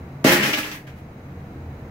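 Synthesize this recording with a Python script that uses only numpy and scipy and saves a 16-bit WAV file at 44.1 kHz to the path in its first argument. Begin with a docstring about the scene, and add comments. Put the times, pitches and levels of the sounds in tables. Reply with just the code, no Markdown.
"""Ventilation hums in a small room, then a heavy load of coins thuds onto a shop counter.
The blow sets the counter ringing. The heap collapses and slides out in surges: thousands of tiny hits
clatter on the top, jingle edge against edge and shimmer as the faces skid over each other.
Two light nudges on the counter follow. The air hums throughout, and an automatic volume control
turns everything down during the crash and creeps back afterwards."""
import sys
import numpy as np
from scipy import signal
from scipy.fft import rfft, irfft
from scipy.io import wavfile
from scipy.ndimage import uniform_filter1d

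SR = 44100
rng = np.random.default_rng(int(sys.argv[2]) if len(sys.argv) > 2 else 0)


def to_wav(sig):
    """Store sig (one row per channel, or 1-D mono) as 16-bit WAV at the path in sys.argv[1].

    Samples outside -1..1 are clipped; the rate is SR.
    """
    pcm = np.clip(np.atleast_2d(sig), -1, 1) * 32767
    pcm = np.round(pcm).astype(np.int16)
    wavfile.write(sys.argv[1], SR, pcm.T)  # frames by channels


N = 83790
T = np.arange(N) / SR
BIN_HZ = np.maximum(np.arange(N // 2 + 1) * SR / N, 1)  # the frequencies in a spectrum of the scene
CUTOFF_HZ, MIC_LAG_S = 15800, .0003  # top of the treble; usual limit of the left-right delay

# How alike the two microphones sound. Each row: frequency in Hz, likeness from 0 to 1.
STEREO_LIKENESS = [(100, 1), (300, 1), (650, 0.77), (1300, 0), (2500, 0), (15000, 0)]
# The tone of rushing air. Each row: frequency in Hz, relative level in dB.
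AIR_TONE = [(30, -11.5), (50, -16), (75, -16), (100, -5), (140, -5), (200, -6.5), (300, -10), (450, -17),
            (700, -17), (1100, -23), (2200, -27.5), (3200, -40), (6000, -46.5), (9000, -53), (15500, -46.5)]
# The ventilation's hums. Each row: pitch in Hz, width in Hz, level in dB.
AIR_HUMS = [(137.2, 13, -44), (467, 7.2, -55.5), (3940, 88, -73.5), (6530, 71, -75.5)]
# How its deep drone swells and sinks. Each row: time in seconds, level in dB.
DRONE_LEVELS = [(0, -44), (.25, -44.5), (.55, -52), (.85, -46), (1.02, -37), (1.18, -46), (1.32, -41.5),
                (1.48, -45.5), (1.65, -40.5), (1.9, -36.5)]

# The counter's modes, the pitches at which it likes to ring. Each entry: pitch in Hz.
COUNTER_PITCHES = [143, 219, 250, 286, 322, 350, 426, 463, 538, 628, 700, 851, 1150]
# The same modes. Each row: level under a blow in dB, relative level under sliding coins in dB,
# ring time in seconds. 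A ring time (t60) is how long a sound takes to fade by 60 dB.
COUNTER_MODES = [(-14, -3.5, 0.3), (-15.5, -10, 0.23), (0.5, -1.5, 0.031), (-7.5, -2.5, 0.17),
                 (-9.5, -3.5, 0.17), (-14.5, -8, 0.127), (-21, -6, 0.2), (-14.5, -16.5, .14),
                 (-13, -6, 0.2), (-8, -8.5, 0.12), (-20.5, -16, 0.27), (-25.5, -12, 0.13), (-17, -9, 0.13)]
# Counter notes that swell as the heap spreads. Each entry: pitch in Hz.
NOTE_PITCHES = [351, 304, 1684]
# The same notes. Each row: start in seconds, rise in seconds, level in dB, ring time in seconds.
NOTE_SWELLS = [(.265, 0.071, -14.5, 0.4), (.44, 0.13, -27, 0.76), (.43, 0.16, -29, 0.18)]
# Blows of the load, then light nudges. Each row: start in seconds, level in dB, contact in seconds.
COUNTER_BLOWS = [(0.2449, -2, 0.00082), (0.2639, -10.5, 0.00084), (.279, -11.5, 0.00047),
                 (1.556, -28, 0.003), (1.794, -30, 0.0014)]
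# Modes of the top under the coins. Each row: pitch in Hz, relative level in dB, ring time in seconds.
TOP_MODES = [(1463, -3, .09), (1685, 1, .13), (1797, -2, .12), (1857, -5, .1), (1908, -2, .11),
             (1973, -1, .08), (2058, -3, .09), (2145, -2, .08), (2503, -1, .08), (2920, -4, .05)]

# Clumps of coins dropping on the top. Each row: time in seconds, level in dB.
CLUMP_DROPS = [(0.246, -5), (.275, -0.5), (0.2914, 4), (.3135, 1), (0.336, -8), (.347, -8), (0.409, -13),
               (.434, 11), (.514, -1), (0.533, 8.5), (.536, 12.5), (0.544, 3), (0.587, 5), (.632, 2),
               (0.715, -6.5), (0.7254, -6)]
# Surges of sliding coins. Each row: start, rise and hold in seconds, then the levels of
# clatter, jingle and shimmer in dB.
COIN_SURGES = [(0.2418, 0.0027, 0.044, -17.5, -24.5, -27), (0.262, 0.0089, 0.057, -15.5, -25, -26.5),
               (0.314, 0.008, .018, -17.5, -21, -21), (0.349, 0.0079, 0.064, -18.5, -38, -37),
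               (0.419, 0.0097, .052, -20, -25, -29), (0.479, 0.004, 0.022, -23.5, -31.5, -33),
               (0.526, 0.0033, 0.013, -23, -24, -33), (0.567, 0.0081, 0.012, -22.5, -27, -27.5),
               (0.631, 0.008, 0.014, -29, -35, -39.5), (0.66, 0.0084, 0.0231, -33, -40.5, -43),
               (0.71, 0.0044, 0.006, -32, -35, -37.5), (.742, 0.0053, 0.0057, -35, -53, -43),
               (0.864, 0.008, 0.0086, -41, -56, -55), (0.947, 0.018, 0.022, -54, -65, -61)]
# The tones of four coin sounds. Each row: frequency in Hz, relative level in dB.
CLACK_TONE = [(100, -48), (600, -23), (1400, -16.5), (2000, -1), (2600, 4), (3500, -7), (5500, -16),
              (9000, -38), (15000, -20)]  # clumps landing
CLATTER_TONE = [(70, -41.5), (200, -10), (600, -6.5), (900, -6), (1300, -6.5), (1900, -2.5), (2700, -5),
                (3700, -15.5), (5500, -21), (8000, -28), (15000, -41)]  # coins knocking on the top and the heap
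JINGLE_TONE = [(300, -31), (1500, 2.5), (3000, 5), (4500, 5.5), (5800, 6.5), (7500, -2), (9500, -19.5),
               (12000, -8), (15500, -26)]  # edges clicking together
SHIMMER_TONE = [(2000, -9), (6000, -9), (8000, -5), (10000, -5), (11500, -2), (13000, -6.5), (14200, -7),
                (15500, -1)]  # faces skidding over each other
# Which way the crash leans. Each row: frequency in Hz, left level minus right level in dB.
STEREO_LEAN = [(200, -2), (550, 2), (1200, 0), (2600, 1), (5000, -1.5), (9000, -4), (14000, 1)]


def from_db(db):
    """Turn decibels into a number to multiply by."""
    return 10 ** (np.asarray(db) / 20)


def unit_level(x):
    """Scale a signal so that its average power is 1."""
    return x / np.sqrt(np.mean(x ** 2) + 1e-20)


def at_hz(table, hz):
    """Read between a table's rows, giving every octave equal space."""
    row_hz, values = np.transpose(table)
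    return np.interp(np.log(hz), np.log(row_hz), values)


def ring(x, hz, t60):
    """One mode: each click in x starts a fading sine wave as tall as the click."""
    decay, step = from_db(-60 / (t60 * SR)), 2 * np.pi * hz / SR
    return signal.lfilter([0, np.sin(step)], [1, -2 * decay * np.cos(step), decay ** 2], x + 1e-18)


def resonate(x, modes):
    """Ring several modes at once, scaled so that white noise keeps its power."""
    out = sum(from_db(db) * ring(x, hz, t60) * np.sqrt(4 * np.log(1000) / (t60 * SR))
              for hz, db, t60 in modes)
    return out / np.sqrt(sum(from_db(db) ** 2 for _, db, _ in modes))


def colour(x, tone, size=4096):
    """Filter x to a tone table; white noise keeps its power."""
    hz = np.maximum(np.arange(size // 2 + 1) * SR / size, 1)
    gains = unit_level(from_db(at_hz(tone, hz)) * np.where(hz > CUTOFF_HZ, .5, 1))
    # Make the filter sound only after each click, never before it (minimum phase).
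    cepstrum = irfft(np.log(gains))
    cepstrum[1:size // 2] *= 2
    cepstrum[size // 2 + 1:] = 0
    response = irfft(np.exp(rfft(cepstrum)))
    return signal.fftconvolve(x, response[None], axes=1)[:, :x.shape[1]]


def stereo_noise():
    """White noise, alike at both microphones in the bass and unrelated in the treble."""
    alike = at_hz(STEREO_LIKENESS, BIN_HZ)
    mid, side = rfft(rng.standard_normal((2, N)))
    return irfft(np.sqrt((1 + alike) / 2) * mid + np.sqrt((1 - alike) / 2) * side * [[1], [-1]], N)


def room(x, echo_db, t60=.22, wall_delay_s=.003):
    """Nearby walls add a short, dense tail of echoes; the power stays about the same."""
    tail = stereo_noise() * from_db(-60 * T / t60) * (T > wall_delay_s)
    tail = tail[:, :SR // 2] / np.sqrt(np.sum(tail ** 2) / 2)
    echoes = signal.fftconvolve(x, tail, axes=1)[:, :N]
    gain = from_db(echo_db)
    return (x + gain * echoes) / np.sqrt(1 + gain ** 2)


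def humming(hz, width_hz):
    """Noise held in one narrow resonance makes a wavering hum."""
    band = signal.butter(2, [hz - width_hz / 2, hz + width_hz / 2], "band", fs=SR, output="sos")
    noise_twice = np.tile(stereo_noise(), 2)  # the first half lets the filter settle
    return unit_level(signal.sosfilt(band, noise_twice)[:, N:])


def ventilation():
    """Moving air makes a steady rush, a few hums and a deep drone that swells and sinks."""
    rush = from_db(-39.5) * unit_level(colour(np.tile(stereo_noise(), 2), AIR_TONE)[:, N:])
    hum = sum(from_db(db) * humming(hz, width_hz) for hz, width_hz, db in AIR_HUMS)
    drone = from_db(np.interp(T, *np.transpose(DRONE_LEVELS))) * humming(hz=80.9, width_hz=22.2)
    return rush + hum + drone


def swelling_notes():
    """Single modes of the counter build up under the moving coins and ring out."""
    out = 0
    for hz, (start, rise, db, t60) in zip(NOTE_PITCHES, NOTE_SWELLS):
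        age = T - start
        swell = np.clip(age / rise, 0, 1) * from_db(-60 * np.maximum(age - rise, 0) / t60)
        out += from_db(db) * swell * np.sin(2 * np.pi * hz * age)
    return out


def lose_deep_bass(x, below_hz=130.5):
    """The counter is too small to send deep bass into the air."""
    return signal.sosfilt(signal.butter(5, below_hz, "high", fs=SR, output="sos"), x)


def thud():
    """Each blow is one soft push that sets the counter's modes ringing."""
    force, ringing = np.zeros((2, N))
    for start, db, contact_s in COUNTER_BLOWS:
        push = np.sin(np.pi * np.clip((T - start) / contact_s, 0, 1)) ** 2
        force += from_db(db) * push / push.sum()
    for k, (hz, (db, _, t60)) in enumerate(zip(COUNTER_PITCHES, COUNTER_MODES)):
        direction = (-1) ** (k // 3)  # flips after every three modes
        ringing += direction * from_db(db) * ring(force, hz, t60)
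    body = lose_deep_bass(ringing)
    return room(np.array([body, body]), echo_db=-5.5)


def counter_rumble(hits, strength):
    """Only a heavy flow of coins shakes the whole counter."""
    modes = [(hz, db, t60) for hz, (_, db, t60) in zip(COUNTER_PITCHES, COUNTER_MODES)]
    weight = (strength / strength.max()) ** .43
    return lose_deep_bass(resonate(hits * weight, modes))


def clumps(coins_each=7, spread_s=.006):
    """A few coins land within milliseconds of each other and make one clack."""
    clicks = np.zeros((2, N))
    for start, db in CLUMP_DROPS:
        late, lag, sign = rng.uniform(-1.1, 1, (3, coins_each))
        landing = start + spread_s * late ** 2
        for channel, arrival in zip(clicks, (landing, landing + MIC_LAG_S * lag)):
            channel[(arrival * SR).astype(int)] += from_db(db) * np.sign(sign) / np.sqrt(coins_each)
    return colour(clicks, CLACK_TONE)


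def flow(settle_db_per_s=409):
    """The strength of clatter, jingle and shimmer over time: each surge rises, holds and settles."""
    power = np.zeros((3, N))
    for start, rise, hold, *levels_db in COIN_SURGES:
        rising = np.clip((T - start) / rise, 0, 1)
        settling = from_db(-settle_db_per_s * np.maximum(T - start - rise - hold, 0))
        power += (from_db(levels_db)[:, None] * rising * settling) ** 2
    return np.sqrt(power)


def contacts(strength, base_per_s=1500, extra_per_s=3500, spread_db=3):
    """Coins touch in random clicks, more often and more loudly when the flow is strong."""
    rate = base_per_s + extra_per_s * strength / strength.max()
    sizes = from_db(spread_db * np.minimum(rng.exponential(1, N), 4)) * rng.choice([-1, 1], N)
    clicks = sizes * (rng.random(N) < rate / SR)
    local_power = np.abs(uniform_filter1d(clicks ** 2, size=700))
    left = clicks * strength / np.sqrt(local_power + 1e-3)
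    # Each click reaches the right microphone a little earlier or later.
    lag = np.round(rng.uniform(-1, 1, N) * MIC_LAG_S * SR).astype(int)
    right = np.bincount(np.clip(np.arange(N) + lag, 0, N - 1), left, N)
    return np.array([left, right])


def coin_rings(strength, count=24, low_hz=12300, high_hz=14400, t60=.09):
    """Coins pressed in the heap ring only briefly, each at its own pitch."""
    clicks = contacts(strength)
    which_coin = rng.integers(0, count, N)
    pitches = rng.uniform(low_hz, high_hz, count)
    return sum(resonate(clicks * (which_coin == k), [(hz, 0, t60)]) for k, hz in enumerate(pitches))


def sliding_coins():
    """The sliding heap knocks on the top, jingles, shimmers, drops clumps and shakes the counter."""
    clatter, jingle, shimmer = flow()
    hits = contacts(clatter)
    knocks = colour(hits, CLATTER_TONE)
    top = from_db(-4.5) * resonate(contacts(clatter), TOP_MODES)
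    edges = colour(contacts(jingle), JINGLE_TONE)
    faces = colour(contacts(shimmer), SHIMMER_TONE)
    rings = from_db(-8) * coin_rings(shimmer)
    rumble = from_db(-4) * counter_rumble(hits, clatter)
    return room(knocks + top + edges + faces + rings + clumps(), echo_db=-.5) + rumble


def scene():
    """The crash, leaning left or right by frequency, over the hum of the ventilation."""
    crash = thud() + sliding_coins() + swelling_notes()
    lean = from_db(at_hz(STEREO_LEAN, BIN_HZ) * [[.5], [-.5]])
    return irfft(rfft(crash) * lean, N) + ventilation()


def record(dry, threshold_db=-18, duck_share=.55, attack_s=.12, recover_db_per_s=5):
    """The volume ducks on the crash and creeps back; peaks are capped and the highest treble is cut."""
    power = np.abs(uniform_filter1d(np.mean(dry ** 2, axis=0), size=400))
    level_db = 10 * np.log10(power + 1e-12)
    wanted_cut_db = duck_share * np.maximum(level_db - threshold_db, 0)
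    recovery_db = recover_db_per_s * T
    held_cut_db = np.maximum.accumulate(wanted_cut_db + recovery_db) - recovery_db
    smoothing = np.exp(-1 / (attack_s * SR))
    cut_db = signal.lfilter([1 - smoothing], [1, -smoothing], held_cut_db)
    capped = np.clip(dry * from_db(-cut_db), -1, 1)
    return signal.sosfilt(signal.ellip(12, .1, 80, CUTOFF_HZ, fs=SR, output="sos"), capped)


dry = scene()
out = record(dry)
to_wav(out)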